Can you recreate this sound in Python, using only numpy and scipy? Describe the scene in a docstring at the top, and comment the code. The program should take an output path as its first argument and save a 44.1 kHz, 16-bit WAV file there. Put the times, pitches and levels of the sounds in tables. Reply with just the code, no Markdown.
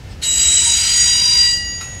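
"""Freight cars roll through a curve: shaped noise lays a steady low rumble and a faint rail hiss.
A flange brushes the rail lightly, then bites: grinding noise, and a squeal of wheel modes that trade
strength, with stick-slip overtones and a sum tone, all roughened by judder. The flange lets go and the
wheel rings on. A loose steel part knocks twice, with noise bursts and damped modes, then a tiny squeak."""
import sys
import numpy as np
from scipy import signal
from scipy.fft import rfft, irfft
from scipy.io import wavfile
from scipy.ndimage import uniform_filter1d

SR = 44100
rng = np.random.default_rng(int(sys.argv[2]) if len(sys.argv) > 2 else 0)


def put_to_file(sound):
    """Save the sound as 16-bit audio at rate SR, in the file named by the first command-line argument."""
    columns = np.atleast_2d(sound).T  # one column per channel
    safe = np.clip(columns, -1, 1)
    whole_steps = np.round(safe * 32767)
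    wavfile.write(sys.argv[1], SR, whole_steps.astype(np.int16))


N = 88200

# Swells of the six strong wheel modes. Each row: time in seconds, level in dB before the tone's gain.
RING_1 = [(0.2, -67), (0.224, -53), (0.42, -43), (0.936, -39), (0.986, -27.5), (1.302, -44), (1.452, -27),
          (1.612, -30), (2.0, -43)]
RING_2 = [(0.2, -73), (0.22, -32), (0.25, -35), (0.474, -30.5), (0.51, -46), (0.54, -53), (1.152, -31.5),
          (1.196, -29.5), (1.236, -34.5), (1.482, -27), (1.68, -36), (2.0, -59)]
RING_3 = [(0.2, -64), (0.22, -37), (0.244, -41), (0.76, -43), (0.8, -36), (1.04, -30), (1.14, -24.5),
          (1.3, -33), (1.52, -41), (1.58, -42), (2.0, -55.5)]
RING_4 = [(0.2, -64), (0.224, -35), (0.244, -29.5), (0.3, -47), (0.404, -21.5), (0.484, -42),
          (0.716, -23.5), (1.02, -16.5), (1.27, -15.5), (1.41, -10.5), (1.52, -15.5), (1.64, -27.5),
          (1.75, -28), (1.833, -41), (1.842, -50), (2.0, -56)]
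RING_5 = [(0.2, -61), (0.22, -50), (0.45, -30), (0.866, -36), (0.89, -38), (0.996, -23.5), (1.372, -28),
          (2.0, -57)]
RING_6 = [(0.2, -66), (0.24, -34), (0.39, -25), (0.576, -24.5), (0.75, -18), (0.86, -27), (1.0, -14),
          (1.2, -23.5), (1.225, -29.5), (1.538, -26.5), (1.62, -39), (1.67, -28.5), (1.728, -28),
          (2.0, -36)]
# Stick-slip overtones of the lowest mode, and its sum tone with the sixth.
# Each row: time in seconds, level in dB before the tone's gain.
SECOND = [(.2, -49), (.225, -22), (.38, -23.5), (.5, -18), (.56, -23), (.75, -19), (.81, -30),
          (1.05, -28.5), (1.12, -24), (1.3, -25), (1.52, -30.5), (1.56, -53)]
THIRD = [(0.2, -60), (0.22, -42), (0.454, -31), (0.868, -25), (0.892, -33), (1.15, -29), (1.27, -27),
         (1.42, -22.5), (1.46, -37), (1.54, -31), (1.6, -37)]
FOURTH = [(0.2, -73), (0.232, -27), (0.28, -18), (0.566, -13), (0.724, -21.5), (1.088, -26), (1.216, -34.5),
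          (1.508, -26.5), (1.65, -57)]
SUM_TONE = [(0.2, -59), (0.228, -51), (0.656, -31), (0.772, -41.5), (0.97, -23), (1.464, -33.5),
            (1.62, -61), (2.0, -75)]
# Nominal pitch in Hz of the six modes, the three overtones and the sum tone.
TONE_HZ = (1934, 2861, 3819, 4788.5, 5759, 6723, 3865, 5809, 7723, 8653)
# The same tones in order. Each row: level curve, gain in dB, roughness from 0 to 1.
TONES = [(RING_1, 0, 0.22), (RING_2, 0, 0.3), (RING_3, -1.3, 0.31), (RING_4, 0, 0.13), (RING_5, 1, 0.43),
         (RING_6, 0, 0.13), (SECOND, 0, 0.54), (THIRD, -1.1, 0.49), (FOURTH, 0, 0.26), (SUM_TONE, 0, 0.35)]
# Weaker wheel and rail resonances. Each row: pitch in Hz, width in Hz, strongest moment in seconds,
# spread in seconds, level in dB before SIDE_GAIN_DB.
SIDE_TONES = [(938, 54, 0.695, 0.03, -38), (989, 56, 1.28, 0.18, -42), (960, 60, 0.74, 0.66, -49),
              (1852, 22, 0.94, 0.99, -44.5), (2800, 24, 0.68, 0.053, -36), (2957, 61, 0.89, 0.49, -31.5),
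              (3190, 42, 0.82, 0.42, -33.5), (3924, 27, 0.55, 0.09, -25), (4270, 23, 0.238, 0.021, -27),
              (4204, 30, 0.87, 0.059, -28), (4105, 140, 0.71, 0.24, -35), (5015, 120, 0.62, 0.23, -30.5),
              (6780, 27, 1.3, 0.067, -30.5), (6805, 58, 0.38, 0.21, -28.5), (7682, 14, .5, .4, -30),
              (8616, 10, .62, .22, -28), (9530, 52, 0.55, 0.62, -40.5), (10840, 110, 0.59, 0.79, -48),
              (10390, 230, 0.6, 0.25, -40), (11700, 720, 0.39, 0.076, -41), (11256, 15, .33, .08, -38),
              (11235, 64, 0.83, 0.22, -44), (13600, 110, .9, 0.72, -55)]
# Faint modes that outlast the contact. Each row: pitch in Hz, level in dB.
LINGERING = [(3155, -50), (4160, -41), (5356, -51), (5610, -51), (7560, -48.5), (8600, -50), (8680, -41),
             (10565, -47.5), (12715, -55), (15075, -57.5)]
# Swells of the flange grinding. Each row: time in seconds, level in dB relative to GRIND_DB.
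GRIND = [(.21, -43), (.226, -2), (.3, -9), (.45, -1.5), (.65, -2.5), (.87, 0.5), (1.05, -2), (1.3, -4),
         (1.45, -4), (1.52, -12), (1.6, -23), (1.78, -20), (2, -21.5)]
# Noise colours of the scrape and the light brush. Each row: frequency in Hz, relative dB per Hz.
GRIND_COLOUR = [(700, -13), (1100, -14.5), (1400, -3.5), (1750, -6), (2050, 1.5), (3100, 2.5), (4500, -4),
                (5900, 1.5), (7200, -3), (8500, -4), (9200, -10.5), (10500, -8.5), (12000, -15.5),
                (14000, -27), (15600, -24)]
BRUSH_COLOUR = [(2000, -2), (4000, -1), (5300, 6), (6800, -11), (8300, -1), (10500, -30), (15000, -33)]
# The knock and rebound of the loose part. Each row: start in seconds, relative level in dB.
CLANKS = [(1.809, 0), (1.826, -8.5)]
# Noise colour of the knocks. Each row: frequency in Hz, relative dB per Hz.
CLANK_COLOUR = [(600, -13), (1300, 6), (1700, -2), (2500, 4), (3500, -10), (5000, 6), (7000, -14),
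                (11000, -6), (15000, -27)]
# Wheel modes set ringing by the knocks. Each row: pitch in Hz, level in dB for a 0 dB knock, 60 dB decay in
# seconds.
CLANK_MODES = [(1345, -37, 0.11), (2446, -46, 0.21), (2670, -46.5, 1), (3840, -36.5, 0.18),
               (7450, -47, .25), (8670, -46, 0.45), (10500, -50, 0.22), (11210, -55, .1), (14950, -62, .25)]
# Noise colours of the car rumble and the rail hiss. Each row: frequency in Hz, relative dB per Hz.
ROLL_COLOUR = [(12, -48), (20, -39), (36, -6.5), (65, -1), (87, -3.5), (108, -9), (211, -17), (244, -18.5),
               (305, -23), (549, -26), (698, -31.5), (780, -28.5), (900, -30), (1170, -71), (1980, -120)]
RAIL_COLOUR = [(500, -1), (900, 0.5), (1500, 0), (2600, 1), (4000, -5.5), (5500, -5.5), (8000, -13.5),
               (10500, -20), (15500, -25)]

# T60 is the time to fall by 60 dB
BITE_S, BITE_RISE_S, LET_GO_S = 0.2133, 0.028, 1.565
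DOPPLER_PER_S, WAVER = 0.001076, 0.000496  # share of pitch lost each second; random share
ROUGHEN_S, ROUGH_WIDTH_HZ, SMOOTH_T60_S = 0.3, 56, 0.5
JUDDER_HZ, JUDDER_SPREAD_HZ, JUDDER_SHARE = 50, 12, 0.25  # share of the roughness power
TWIN_DB, TWIN_SPLIT = -21, 0.002  # relative level; split as a share of the pitch
FLUTTER_DB, FLUTTER_PER_S = 0.5, 30
SIDE_GAIN_DB, FADE_T60_S = 0.5, 0.19
LINGER_T60_S, LINGER_WIDTH_HZ = 0.8, 11
GRIND_DB, GRIND_FLICKER_DB = -24, 0.6
BRUSH_S, BRUSH_SPREAD_S, BRUSH_DB = 0.12, 0.022, -45.5
STEEL_RIPPLE_DB, STEEL_SPACING_HZ = 3.0, 45
TICK_T60_S, TICK_DB = 0.04, -33
CLATTER_T60_S, CLATTER_DB = 0.45, -37.5
CLANK_WIDTH_HZ = 42
SQUEAK_S, SQUEAK_HZ, SQUEAK_SPREAD_S, SQUEAK_DB = 1.952, 9100, 0.0024, -40
ROLL_DB, RAIL_DB = -33, -45
TOP_HZ = 15700


def undb(db):
    """Decibels to gain."""
    return 10 ** (np.asarray(db) / 20)


def clock():
    """Time of every sample in seconds."""
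    return np.arange(N) / SR


def curve(rows):
    """Gain that follows (seconds, dB) points."""
    return undb(np.interp(clock(), *np.array(rows).T))


def swell(at, spread):
    """Bell-shaped rise and fall."""
    return np.exp(-((clock() - at) / spread) ** 2 / 2)


def decay(age, t60):
    """Exponential fall of 60 dB in t60 seconds."""
    return np.exp(-np.log(1000) * age / t60)


def noise(colour):
    """Unit noise with a (Hz, dB) spectrum that falls away beyond its ends."""
    hz, db = np.array(colour).T
    f = np.maximum(np.arange(N // 2 + 1) * SR / N, 1)
    gain = undb(np.interp(np.log(f), np.log(hz), db))
    gain = gain * np.minimum(f / hz[0], 1) ** 2 * np.minimum(hz[-1] / f, 1) ** 4
    y = irfft(rfft(rng.standard_normal(N)) * gain, N)
    return y / y.std()


def jitter(width_hz):
    """Complex random motion of unit strength, mostly slower than width_hz."""
    f = np.fft.fftfreq(N, 1 / SR)
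    white = rng.standard_normal(N) + 1j * rng.standard_normal(N)
    z = np.fft.ifft(np.fft.fft(white) / (1 + (f / width_hz) ** 2))
    return z / z.std()


def walk(rate):
    """Smoothed random wander with a spread of 1."""
    k = max(int(SR / rate), 1)
    y = uniform_filter1d(jitter(rate).real, k // 2 + 1)
    return y / y.std()


def bite():
    """Onset ramp as the flange bites."""
    return np.clip((clock() - BITE_S) / BITE_RISE_S, 0, 1)


def contact(t60):
    """Rises as the flange bites, holds, and dies away once it lets go."""
    return bite() * decay(np.maximum(clock() - LET_GO_S, 0), t60)


def turning(hz):
    """Rotating phasor whose pitch wavers and sinks slowly as the wheel moves by."""
    pitch = hz * (1 - DOPPLER_PER_S * (clock() - 1) + WAVER * walk(23.8))
    return np.exp(2j * np.pi * np.cumsum(pitch) / SR)


def steel(x):
    """Colours a sound with dense, irregular steel resonances and returns it at unit strength."""
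    f = np.arange(N // 2 + 1) * SR / N
    centres = np.arange(0, SR / 2, STEEL_SPACING_HZ)
    ripple = np.interp(f, centres, rng.standard_normal(len(centres)))
    y = irfft(rfft(x) * undb(STEEL_RIPPLE_DB * ripple), N)
    return y / y.std()


def squeal():
    """Strong tones judder together and roughen as the flange digs in, then clear; weak twins beat with them."""
    t, out = clock(), 0
    rubbing = contact(SMOOTH_T60_S) * np.clip((t - BITE_S) / ROUGHEN_S, 0, 1) ** 0.5
    judder_hz = JUDDER_HZ + JUDDER_SPREAD_HZ * walk(FLUTTER_PER_S)
    judder = np.sqrt(2) * np.cos(2 * np.pi * np.cumsum(judder_hz) / SR)
    for hz, (levels, db, rough) in zip(TONE_HZ, TONES):
        share = rough * rubbing
        # one judder common to all tones, plus a random shake of each tone's own
        shake = np.sqrt(JUDDER_SHARE) * judder + np.sqrt(1 - JUDDER_SHARE) * jitter(ROUGH_WIDTH_HZ)
        twin = undb(TWIN_DB) * np.exp(2j * np.pi * (TWIN_SPLIT * hz * t + rng.random()))
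        motion = np.sqrt(1 - share ** 2) + share * shake + twin
        # a level curve that ends early dies away from its last point
        ring_out = decay(np.maximum(t - levels[-1][0], 0), FADE_T60_S)
        level = curve(levels) * ring_out * undb(db + FLUTTER_DB * walk(FLUTTER_PER_S))
        out = out + level * (motion * turning(hz)).real
    return np.sqrt(2) * out * bite()


def side_tones():
    """Narrow resonances of wheel and rail, shaken by the friction as the contact point wanders."""
    out = 0
    for hz, width, at, spread, db in SIDE_TONES:
        tone = (jitter(width / 2) * turning(hz)).real
        out = out + undb(db) * swell(at, spread) * tone
    return np.sqrt(2) * undb(SIDE_GAIN_DB) * out * contact(FADE_T60_S)


def lingering():
    """Faint, lightly damped wheel modes that outlast the contact."""
    out = sum(undb(db) * (jitter(LINGER_WIDTH_HZ) * turning(hz)).real for hz, db in LINGERING)
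    return np.sqrt(2) * out * contact(LINGER_T60_S)


def grinding():
    """A light brush, then the harsh, uneven scrape of flange on rail, as steel-coloured noise."""
    flicker = undb(GRIND_DB + GRIND_FLICKER_DB * walk(86))
    scrape = steel(noise(GRIND_COLOUR)) * curve(GRIND) * flicker
    brush = undb(BRUSH_DB) * swell(BRUSH_S, BRUSH_SPREAD_S) * noise(BRUSH_COLOUR)
    return scrape + brush


def knocks(t60):
    """Envelope of the knock and rebound, with 1 ms rises, summed as power."""
    power = 0
    for at, db in CLANKS:
        age = np.maximum(clock() - at, 0)
        power = power + (undb(db) * (1 - np.exp(-age / 0.001)) * decay(age, t60)) ** 2
    return np.sqrt(power)


def clank():
    """A loose steel part knocks twice: hard tick, short clatter and damped ring; a tiny squeak follows."""
    tick = undb(TICK_DB) * knocks(TICK_T60_S)
    clatter = undb(CLATTER_DB) * knocks(CLATTER_T60_S)
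    hit = steel(noise(CLANK_COLOUR)) * (tick + clatter)
    ring = 0
    for hz, db, t60 in CLANK_MODES:
        mode = ((1 + jitter(CLANK_WIDTH_HZ) / 2) * turning(hz)).real
        ring = ring + undb(db) * knocks(t60) * mode
    squeak = undb(SQUEAK_DB) * swell(SQUEAK_S, SQUEAK_SPREAD_S) * turning(SQUEAK_HZ).real
    return hit + np.sqrt(2) * ring + squeak


def rolling():
    """Low noise for the rumble of the heavy cars, and steel-coloured noise for the wheels' faint hiss."""
    rumble = noise(ROLL_COLOUR) * undb(ROLL_DB + 0.24 * walk(6.6))
    hiss = steel(noise(RAIL_COLOUR)) * undb(RAIL_DB + 0.27 * walk(17))
    return rumble + hiss


def scene():
    """The train heard from beside the track, in one channel."""
    wheel = squeal() + side_tones() + lingering()
    return (wheel + grinding() + clank() + rolling())[None]


def record(dry):
    """A steep elliptic low-pass cuts the top."""
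    return signal.sosfilt(signal.ellip(10, 0.2, 80, TOP_HZ, fs=SR, output="sos"), dry)


dry = scene()
out = record(dry)
put_to_file(out)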